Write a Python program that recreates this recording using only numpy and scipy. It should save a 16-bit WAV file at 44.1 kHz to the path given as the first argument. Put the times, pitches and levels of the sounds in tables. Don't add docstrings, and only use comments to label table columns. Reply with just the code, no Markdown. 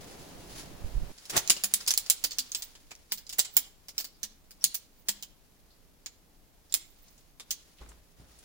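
import sys
import numpy as np
from scipy import signal
from scipy.fft import rfft, irfft
from scipy.io import wavfile

SR = 44100
rng = np.random.default_rng(int(sys.argv[2]) if len(sys.argv) > 2 else 0)


def wrap_up_sound(samples):
    columns = np.atleast_2d(samples).T
    tamed = np.clip(columns, -1, 1)
    steps = np.round(tamed * 32767).astype(np.int16)
    wavfile.write(sys.argv[1], SR, steps)


N = 372204
TIME = np.arange(N) / SR


def amp(db):
    return 10 ** (np.asarray(db) / 20)


def read(points, hz):
    f, value = np.transpose(points)
    return np.interp(np.log(hz + 1), np.log(np.abs(f) + 1), value)


def level(points):
    return amp(np.interp(TIME, *np.transpose(points)))


def unit(x):
    return x / np.sqrt(np.sum(x ** 2) / 2 + 1e-20)


def add(mix, s, sound):
    part = mix[:, max(round(s * SR), 0):][:, :sound.shape[1]]
    part += sound[:, :part.shape[1]]


# f/Hz, left-right correlation [0 to 1]
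LIKENESS = [(30, 0.17), (120, 0.98), (300, 0.6), (700, 0.25), (1500, 0.14), (15000, 0.063)]


def diffuse(size):
    left, other = rfft(rng.standard_normal((2, size)))
    alike = np.clip(read(LIKENESS, np.fft.rfftfreq(size, 1 / SR)), -1, 1)
    right = alike * left + np.sqrt(1 - alike ** 2) * other
    return irfft(np.array([left, right]), size)


def noise(spectrum):
    gain = amp(read(spectrum, np.fft.rfftfreq(N, 1 / SR)))
    return np.sqrt(N) * unit(irfft(rfft(diffuse(N)) * gain, N))


def swells(rows):
    t = TIME[::16]
    shape = 0
    for s, db, rise, fall in rows:
        shape = shape + amp(db) * np.exp(-np.maximum((s - t) / rise, (t - s) / fall))
    return np.interp(TIME, t, shape)


def puffs(rows, spectrum):
    return swells(rows) * noise(spectrum)


def grain(per_s, spread_db, fade):
    size = amp(2 * abs(spread_db) * np.minimum(rng.exponential(1, N), 3))
    slips = (rng.random(N) < per_s / SR) * size
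    power = signal.lfilter([1], [1, -np.exp(-1 / (fade * SR))], slips)
    return np.sqrt(power / power.mean())


def bell(hz, centre, width):
    return 1 / (1 + (2 * (hz - centre) / width) ** 2)


def causal(db):
    cepstrum = irfft(np.log(amp(db)))
    half = cepstrum.shape[-1] // 2
    cepstrum[..., 1:half] *= 2
    cepstrum[..., half + 1:] = 0
    return np.exp(rfft(cepstrum))


def low_note(hz, db, t60, rise=0.0025):
    t = np.arange(SR // 2) / SR
    decay = amp(db - 60 * t / t60)
    return np.tile(decay * (1 - np.exp(-t / rise)) * np.sin(2 * np.pi * hz * t), (2, 1))


# f/Hz, relative level/dB
AIR_COLOUR = [(12, -32), (20, 2), (130, -20), (158, -15), (233, -19.5), (292, -16.5), (355, -22),
              (408, -20), (510, -24.5), (603, -22.5), (1390, -31.5), (1690, -32.5), (8790, -38),
              (13400, -33), (15800, -36.5)]
# f/Hz, relative level/dB
BREEZE_COLOUR = [(18, -36), (30, -16), (71, -5), (202, -6.5), (243, -9), (277, -6.5), (673, -12),
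                 (728, -12), (1330, -21), (4190, -26), (7260, -30), (8500, -33), (15500, -32)]
# f/Hz, relative level/dB
BUFFET_COLOUR = [(15, -4), (50, -5), (75, -17), (130, -21.5), (250, -51), (600, -59), (2000, -81)]
# t/s, peak level/dB, rise/s, fall/s
WIND_GUSTS = [(.85, -28.5, 0.0092, 0.014), (.963, -21, 0.0098, 0.017), (1.035, -22.5, 0.013, 0.0051),
              (1.11, -43, 0.011, .01)]
AIR_DB, CUT_S = -61, 1.123
BUFFET_START_DB, BUFFET_DB_PER_S = -59.5, 13.5


def outdoors(breeze_db=-50):
    windy_shot = np.clip((CUT_S - TIME) / 0.008, 0, 1)
    build = amp(BUFFET_START_DB + BUFFET_DB_PER_S * np.minimum(TIME, CUT_S))
    balance = amp([[-11], [3]])
    buffets = (build + swells(WIND_GUSTS)) * noise(BUFFET_COLOUR) * balance
    still_air = amp(AIR_DB) * noise(AIR_COLOUR)
    return still_air + windy_shot * (amp(breeze_db) * noise(BREEZE_COLOUR) + buffets)


# t/s, level/dB
RUBBING_LEVEL = [(0, -50), (.45, -58), (1.15, -58.5), (1.45, -50.5), (1.9, -51.5), (2.35, -57.5),
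                 (2.6, -53.5), (2.8, -64), (3.45, -67), (3.8, -68), (5.4, -70), (6.55, -72), (7.17, -63.5),
                 (7.42, -72.5), (7.6, -63), (8.1, -68), (8.44, -59)]
# f/Hz, relative level/dB
NYLON_COLOUR = [(200, -4.5), (1500, -2.5), (3000, -1.5), (4800, 1), (7300, -1), (8500, -7.5), (10500, -1),
                (12500, -18.5), (16000, -4.5)]
# t/s, peak level/dB, rise/s, fall/s
NYLON_SWISHES = [(.58, -43.5, 0.061, 0.052)]
# f/Hz, relative level/dB
CORD_COLOUR = [(9000, -29), (13800, -14), (14800, -3), (15500, -3.5), (16100, -17)]
# t/s, peak level/dB, rise/s, fall/s
CORD_PULLS = [(2.6, -45.5, .04, 0.041), (3.18, -58.5, 0.019, .03), (3.535, -50, .018, .02),
              (4.98, -64.5, .05, .1), (7.03, -61, .12, .09)]
RUB_LEAD_S, RUB_DB, RUB_RISE_S, RUB_FALL_S = 0.0081, -61, .014, 0.059
RECOIL_DB, RECOIL_RISE_S, RECOIL_FALL_S = -69.5, .01, .09


def rubbing():
    joint_rubs = [(s - RUB_LEAD_S, db + RUB_DB, RUB_RISE_S, RUB_FALL_S) for s, db, *_ in POLE_CLACKS]
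    recoils = [(s, db + RECOIL_DB, RECOIL_RISE_S, RECOIL_FALL_S) for s, db, *_ in POLE_CLACKS]
    rub_level = np.hypot(level(RUBBING_LEVEL), swells(NYLON_SWISHES + joint_rubs))
    rubs = rub_level * noise(NYLON_COLOUR) * grain(per_s=330, spread_db=1.0, fade=0.0086)
    cord = swells(CORD_PULLS + recoils) * noise(CORD_COLOUR) * grain(per_s=140, spread_db=6.5, fade=.008)
    return rubs + cord * amp([[-7], [2]])


# f/Hz, relative level/dB
ROCK_COLOUR = [(200, -0.5), (1500, -0.5), (4000, -1), (7500, -6.5), (9000, -7), (15000, -18)]
# f/Hz, t60/s
ROCK_DECAY = [(200, 0.62), (2000, .48), (7000, 0.42), (15000, 0.4)]


def rock(x, wet_db=-21, build=0.008, wall=0.084, wall_db=-3):
    hz, t, z = signal.stft(diffuse(size=32768), SR, nperseg=256)
    slap = amp(wall_db) * np.exp(-((t - wall) / 0.027) ** 2)
    swell = 1 - np.exp(-(t / build) ** 2) + slap
    decay_db = -60 * t / read(ROCK_DECAY, hz)[:, None]
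    z = z * swell * amp(read(ROCK_COLOUR, hz)[:, None] + decay_db)
    echo = unit(signal.istft(z, SR, nperseg=256)[1])
    return amp(wet_db) * signal.fftconvolve(x, echo, axes=1)[:, :N]


# f/Hz, relative level/dB
LEFT_COLOUR = [(90, -27), (220, -16.5), (1200, -16), (2300, -12), (3300, -5), (4900, -2), (6000, -8.5),
               (8400, -6.5), (9700, 2), (11300, -6.5), (12500, -21), (14300, -14.5), (15500, -8),
               (16200, -27.5)]
# f/Hz, relative level/dB
RIGHT_COLOUR = [(90, -33.5), (220, -21.5), (1200, -16.5), (2800, -7.5), (4400, -2.5), (6800, 1), (7700, -2),
                (8500, -7.5), (10800, -10.5), (11700, -3.5), (12600, -12), (13900, -2), (15500, 3),
                (16200, -17.5)]
# f/Hz, level/dB before weighting by ring length, t60/s
TUBE_MODES = [(4780, -23, 0.055), (7350, -11.5, 0.016), (9570, -13.5, 0.004), (13240, -12, 0.023),
              (14450, -19, .04)]
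# share of its ring frequency [ratio], level/dB
HOLLOW_MODES = [(.39, -1.5), (.28, 4), (0.21, 0), (.11, 6)]
HOLLOW_SPREAD_OCT = 0.098
PAN_DB, PAN_SPREAD_DB = 0.9, 1.4


def clack(db, knock_db, bright_db, top_db, crack_db, ring_hz, hollow_q=22, lumpy_db=2.5, chatter=0.0013,
          scatter_t60=0.097, ground=.007, ground_db=-7, spread=0.014, ring_db=8, ring_width=290,
          lag_count=6, size=8192):
    t, hz = np.arange(size) / SR, np.fft.rfftfreq(size, 1 / SR)
    side = rng.standard_normal()
    contact = rng.standard_normal(size) * (t / chatter) ** .6 * np.exp(-(t / chatter) ** 1.5)
    left_lag = max(round(lag_count - 2 * side), 0)
    crack = unit(np.array([np.roll(contact, left_lag), contact]))

    lumps = np.interp(t, np.linspace(0, t[-1], size // 48), rng.uniform(-2, 2, size // 48))
    scatter_db = lumpy_db * lumps * np.exp(-t / .02) - 60 * t / scatter_t60
    scatter = unit(diffuse(size) * (1 - np.exp(-(t / 0.0032) ** 2)) * amp(scatter_db))
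    bounce = np.roll(crack, round(ground * rng.uniform(.6, 1.3) * SR), axis=1)
    blow = crack * amp(crack_db) + unit(scatter + amp(ground_db) * bounce)

    body = 1 + amp(ring_db) ** 2 * bell(hz, ring_hz, ring_width)
    for share, mode_db in HOLLOW_MODES:
        f = ring_hz * share * 2 ** (HOLLOW_SPREAD_OCT * rng.standard_normal())
        body = body + amp(mode_db) ** 2 * bell(hz, f, f / hollow_q)
    for f, mode_db, t60 in TUBE_MODES:
        width = np.log(1000) / (np.pi * t60)
        pitch = f * (1 + spread * rng.standard_normal())
        body = body + amp(mode_db) ** 2 * 4000 / width * bell(hz, pitch, width)

    pan_db = PAN_DB + PAN_SPREAD_DB * side
    microphones_db = np.array([read(LEFT_COLOUR, hz) + pan_db / 2, read(RIGHT_COLOUR, hz) - pan_db / 2])
    sound = unit(irfft(rfft(blow) * causal(microphones_db + 10 * np.log10(body))))
    touch_db = np.interp(hz, [1100, 3500, 7700, 9000, 12300, 13800],
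                         [knock_db, 0, 0, bright_db, bright_db, top_db])
    return amp(db) * irfft(rfft(sound) * causal(touch_db))


# t/s, level/dB, low knock level/dB, brightness level/dB,
# top ring level/dB, first crack level over its scatter/dB, ring of the struck section f/Hz
POLE_CLACKS = [(1.178, -22.5, 2, -8.5, -16, -8, 4680), (1.254, -21, 0, -1, -6.5, -0.5, 5460),
               (1.2965, -6.5, 7, -2, -4, -8.5, 5600), (1.3656, 5.5, 9.5, -2.5, -2.5, -5, 6420),
               (1.377, 2.5, 5.5, -3, -3.5, 4, 6200), (1.476, -5, -4.5, -5, -9, 4.5, 6500),
               (1.498, 12.5, -1, -3.5, -6.5, -5, 7080), (1.566, -10.5, 4.5, -9.5, -8, -1, 2750),
               (1.6367, 1.5, 3, 3.5, 2.5, -5.5, 6950), (1.738, 5.5, -6, 3.5, -.5, 2, 7860),
               (1.804, -13.5, 9, -4, -6.5, -9, 5140), (1.876, 5, -1.5, -2.5, -3, -8, 5200),
               (1.906, 4.5, 0, -1, -5, -2, 6000), (1.9378, -1.5, -5, -3.5, -2, 4, 6700),
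               (1.976, 3.5, -6, .5, 2, 4.5, 7500), (2.0993, 8.5, -6, 1.5, 1.5, 0, 7500),
               (2.2394, 3.5, 1, -2, -0.5, -6, 4820), (2.3083, -8, -3.5, -15, -8, -4, 4430),
               (2.319, -15, 1, -11, -2, 2, 4300), (2.3846, 3, -7.5, -6, -4, -2.5, 4650),
               (2.518, -7, -13, -8, -8, 2, 6500), (2.548, 0.5, -6.5, -9, -9, 1.5, 7620),
               (2.6217, -8.5, -1.5, -4.5, -2, -2.5, 8100), (2.752, -24, 7.5, -12, -14, -4, 3330),
               (2.9082, -16.5, 11, -9, -10, -11.5, 2340), (2.952, -25, -5, -7, -6, 5, 5400),
               (3.12, -2, -0.5, -2.5, 6.5, 0, 7860), (3.175, -17, 2.5, -4, 2, -6.5, 5200),
               (3.267, -20.5, -8.5, -9.5, -17, 2, 4820), (3.293, -11, -2.5, -4, -4, -5, 5070),
               (3.326, -10.5, 0.5, -5, -1.5, -7.5, 6960), (3.3833, -3, 12, 3.5, 12.5, -12.5, 7200),
               (3.393, 8, -9.5, -5, -10.5, -1, 7600), (3.4477, -10.5, 1.5, -6, -12, -6.5, 7660),
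               (3.5671, 6.5, 1, 2.5, 9, 0.5, 7300), (3.884, -14, 2, -5, -4, -4.5, 5370),
               (3.9802, -1.5, -4, -12.5, 5, 1.5, 5500), (4.001, -9, 1, -3.5, 4, -4, 4780),
               (4.0432, -13, 2.5, -3.5, 5.5, -4.5, 4520), (4.2309, -3.5, -1.5, -5, -3.5, -2, 5920),
               (4.5082, -23.5, 5, -1, 2, -4, 4900), (4.6409, 9, -11.5, -2, -2, 4, 6780),
               (4.7439, -5.5, -1.5, 2, 8, -7, 5950), (5.085, 3, 0.5, -3, 1.5, -5.5, 7470),
               (5.225, -11, 1, -6.5, -1, -4, 3100), (6.06, -9.5, 2.5, -11.5, -9, 0.5, 6970),
               (6.724, -9, -10.5, -3.5, -9.5, 7, 7470), (6.7407, 5, -0.5, 2.5, 0, 2, 7480),
               (7.398, -15.5, 6.5, -6, -14, -3, 3580), (7.507, -0.5, -7, -4.5, -0.5, -5, 6230)]
# t/s, f/Hz, level/dB
POLE_BENDS = [(1.499, 266, -52), (1.638, 200, -51), (1.74, 200, -56), (2.241, 292, -56),
              (2.387, 253, -54.5), (3.123, 208, -58), (3.569, 273, -56), (4.232, 216, -58.5),
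              (4.642, 176, -58), (5.087, 203, -51)]


def poles(gain_db=2.5):
    out = np.zeros((2, N))
    for s, *blow in POLE_CLACKS:
        add(out, s, clack(*blow))
    for s, hz, db in POLE_BENDS:
        add(out, s, low_note(hz, db, t60=0.26))
    return amp(gain_db) * out


# t/s, peak level/dB, rise/s, fall/s
FABRIC_FLAPS = [(1.337, -40, 0.011, 0.027), (1.369, -26, 0.014, 0.0092)]
# f/Hz, relative level/dB
FLAP_COLOUR = [(25, 2), (80, 4), (170, 1), (350, 6), (900, 2.5), (1800, -0.5), (4000, -4.5), (9000, -10),
               (16000, -19.5)]


def flaps():
    return puffs(FABRIC_FLAPS, FLAP_COLOUR)


# start t/s, end t/s
TICK_SPAN = (1.78, 2.5)
TICK_DB, TICK_SPREAD_DB = 41.5, 1.5
TICK_BRIGHT_DB, TICK_HZ = -10.5, 5200


def ticks(count=5):
    out = np.zeros((2, N))
    for k, (when, size, pitch) in enumerate(2 * rng.random((count, 3)) - 1):
        s = np.interp(k + .5 + when / 2, [0, count], TICK_SPAN)
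        db = np.interp(s, *np.transpose(RUBBING_LEVEL)) + TICK_DB + TICK_SPREAD_DB * size
        ring_hz = TICK_HZ * 2 ** (pitch / 2)
        add(out, s, clack(db, 0, TICK_BRIGHT_DB, TICK_BRIGHT_DB, 0, ring_hz))
    return out


# t/s, centre f/Hz, width/Hz, level/dB, fall/s
SHORT_SCRAPES = [(3.115, 5130, 900, -37, 0.009), (4.147, 4880, 1100, -63, 0.022),
                 (4.613, 5600, 351, -47.5, 0.041), (5.705, 4480, 1406, -63.5, .04),
                 (6.698, 5000, 1500, -58, .025), (7.083, 6000, 3500, -53.5, 0.0086),
                 (7.18, 6500, 3000, -57, 0.014), (7.786, 3300, 2400, -57, .03),
                 (7.891, 7800, 4500, -50.5, 0.015), (8.2, 163, 70, -51, 0.025),
                 (8.389, 8500, 4500, -50, 0.01)]


def scrapes(rise=0.0026):
    out, size = np.zeros((2, N)), 16384
    t, hz = np.arange(size) / SR, np.fft.rfftfreq(size, 1 / SR)
    for s, centre, width, db, fall in SHORT_SCRAPES:
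        hiss = np.sqrt(size) * unit(irfft(rfft(diffuse(size)) * bell(hz, centre, width)))
        envelope = np.minimum(t / rise, 1) * np.exp(-t / fall)
        add(out, s - rise, amp(db) * hiss * envelope)
    return out


# t/s, peak level/dB of the pushed sand, rise/s, fall/s
SHOE_STEPS = [(7.817, -46.5, 0.0073, 0.031), (7.889, -57.5, 0.01, 0.089), (8.2, -59, 0.014, 0.13)]
# f/Hz, relative level/dB
SAND_COLOUR = [(25, -3), (60, 2.5), (130, -12), (300, -11), (1200, -18), (2500, -25), (8000, -33),
               (16000, -47)]
# f/Hz, relative level/dB
GRIT_COLOUR = [(300, -10), (1200, 0), (3000, -7), (6000, -15), (15000, -25)]


def shoes(thud_hz=56, thud_db=6, grit_db=-10):
    sand = puffs(SHOE_STEPS, SAND_COLOUR)
    grit = puffs(SHOE_STEPS, GRIT_COLOUR) * grain(per_s=90, spread_db=9.0, fade=0.0043)
    out = sand + amp(grit_db) * grit
    for s, db, rise, fall in SHOE_STEPS:
        add(out, s - rise, low_note(thud_hz, db + thud_db, t60=fall * np.log(1000)))
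    return out


def scene():
    near = poles() + ticks() + flaps() + shoes() + rubbing() + scrapes()
    return near + rock(near) + outdoors()


EDGE_HZ = 16350


def record(dry):
    low_pass = signal.firwin(255, EDGE_HZ, window=("kaiser", 8), fs=SR)
    return signal.oaconvolve(np.clip(dry, -1, 1), low_pass[None], "same")


dry = scene()
out = record(dry)
wrap_up_sound(out)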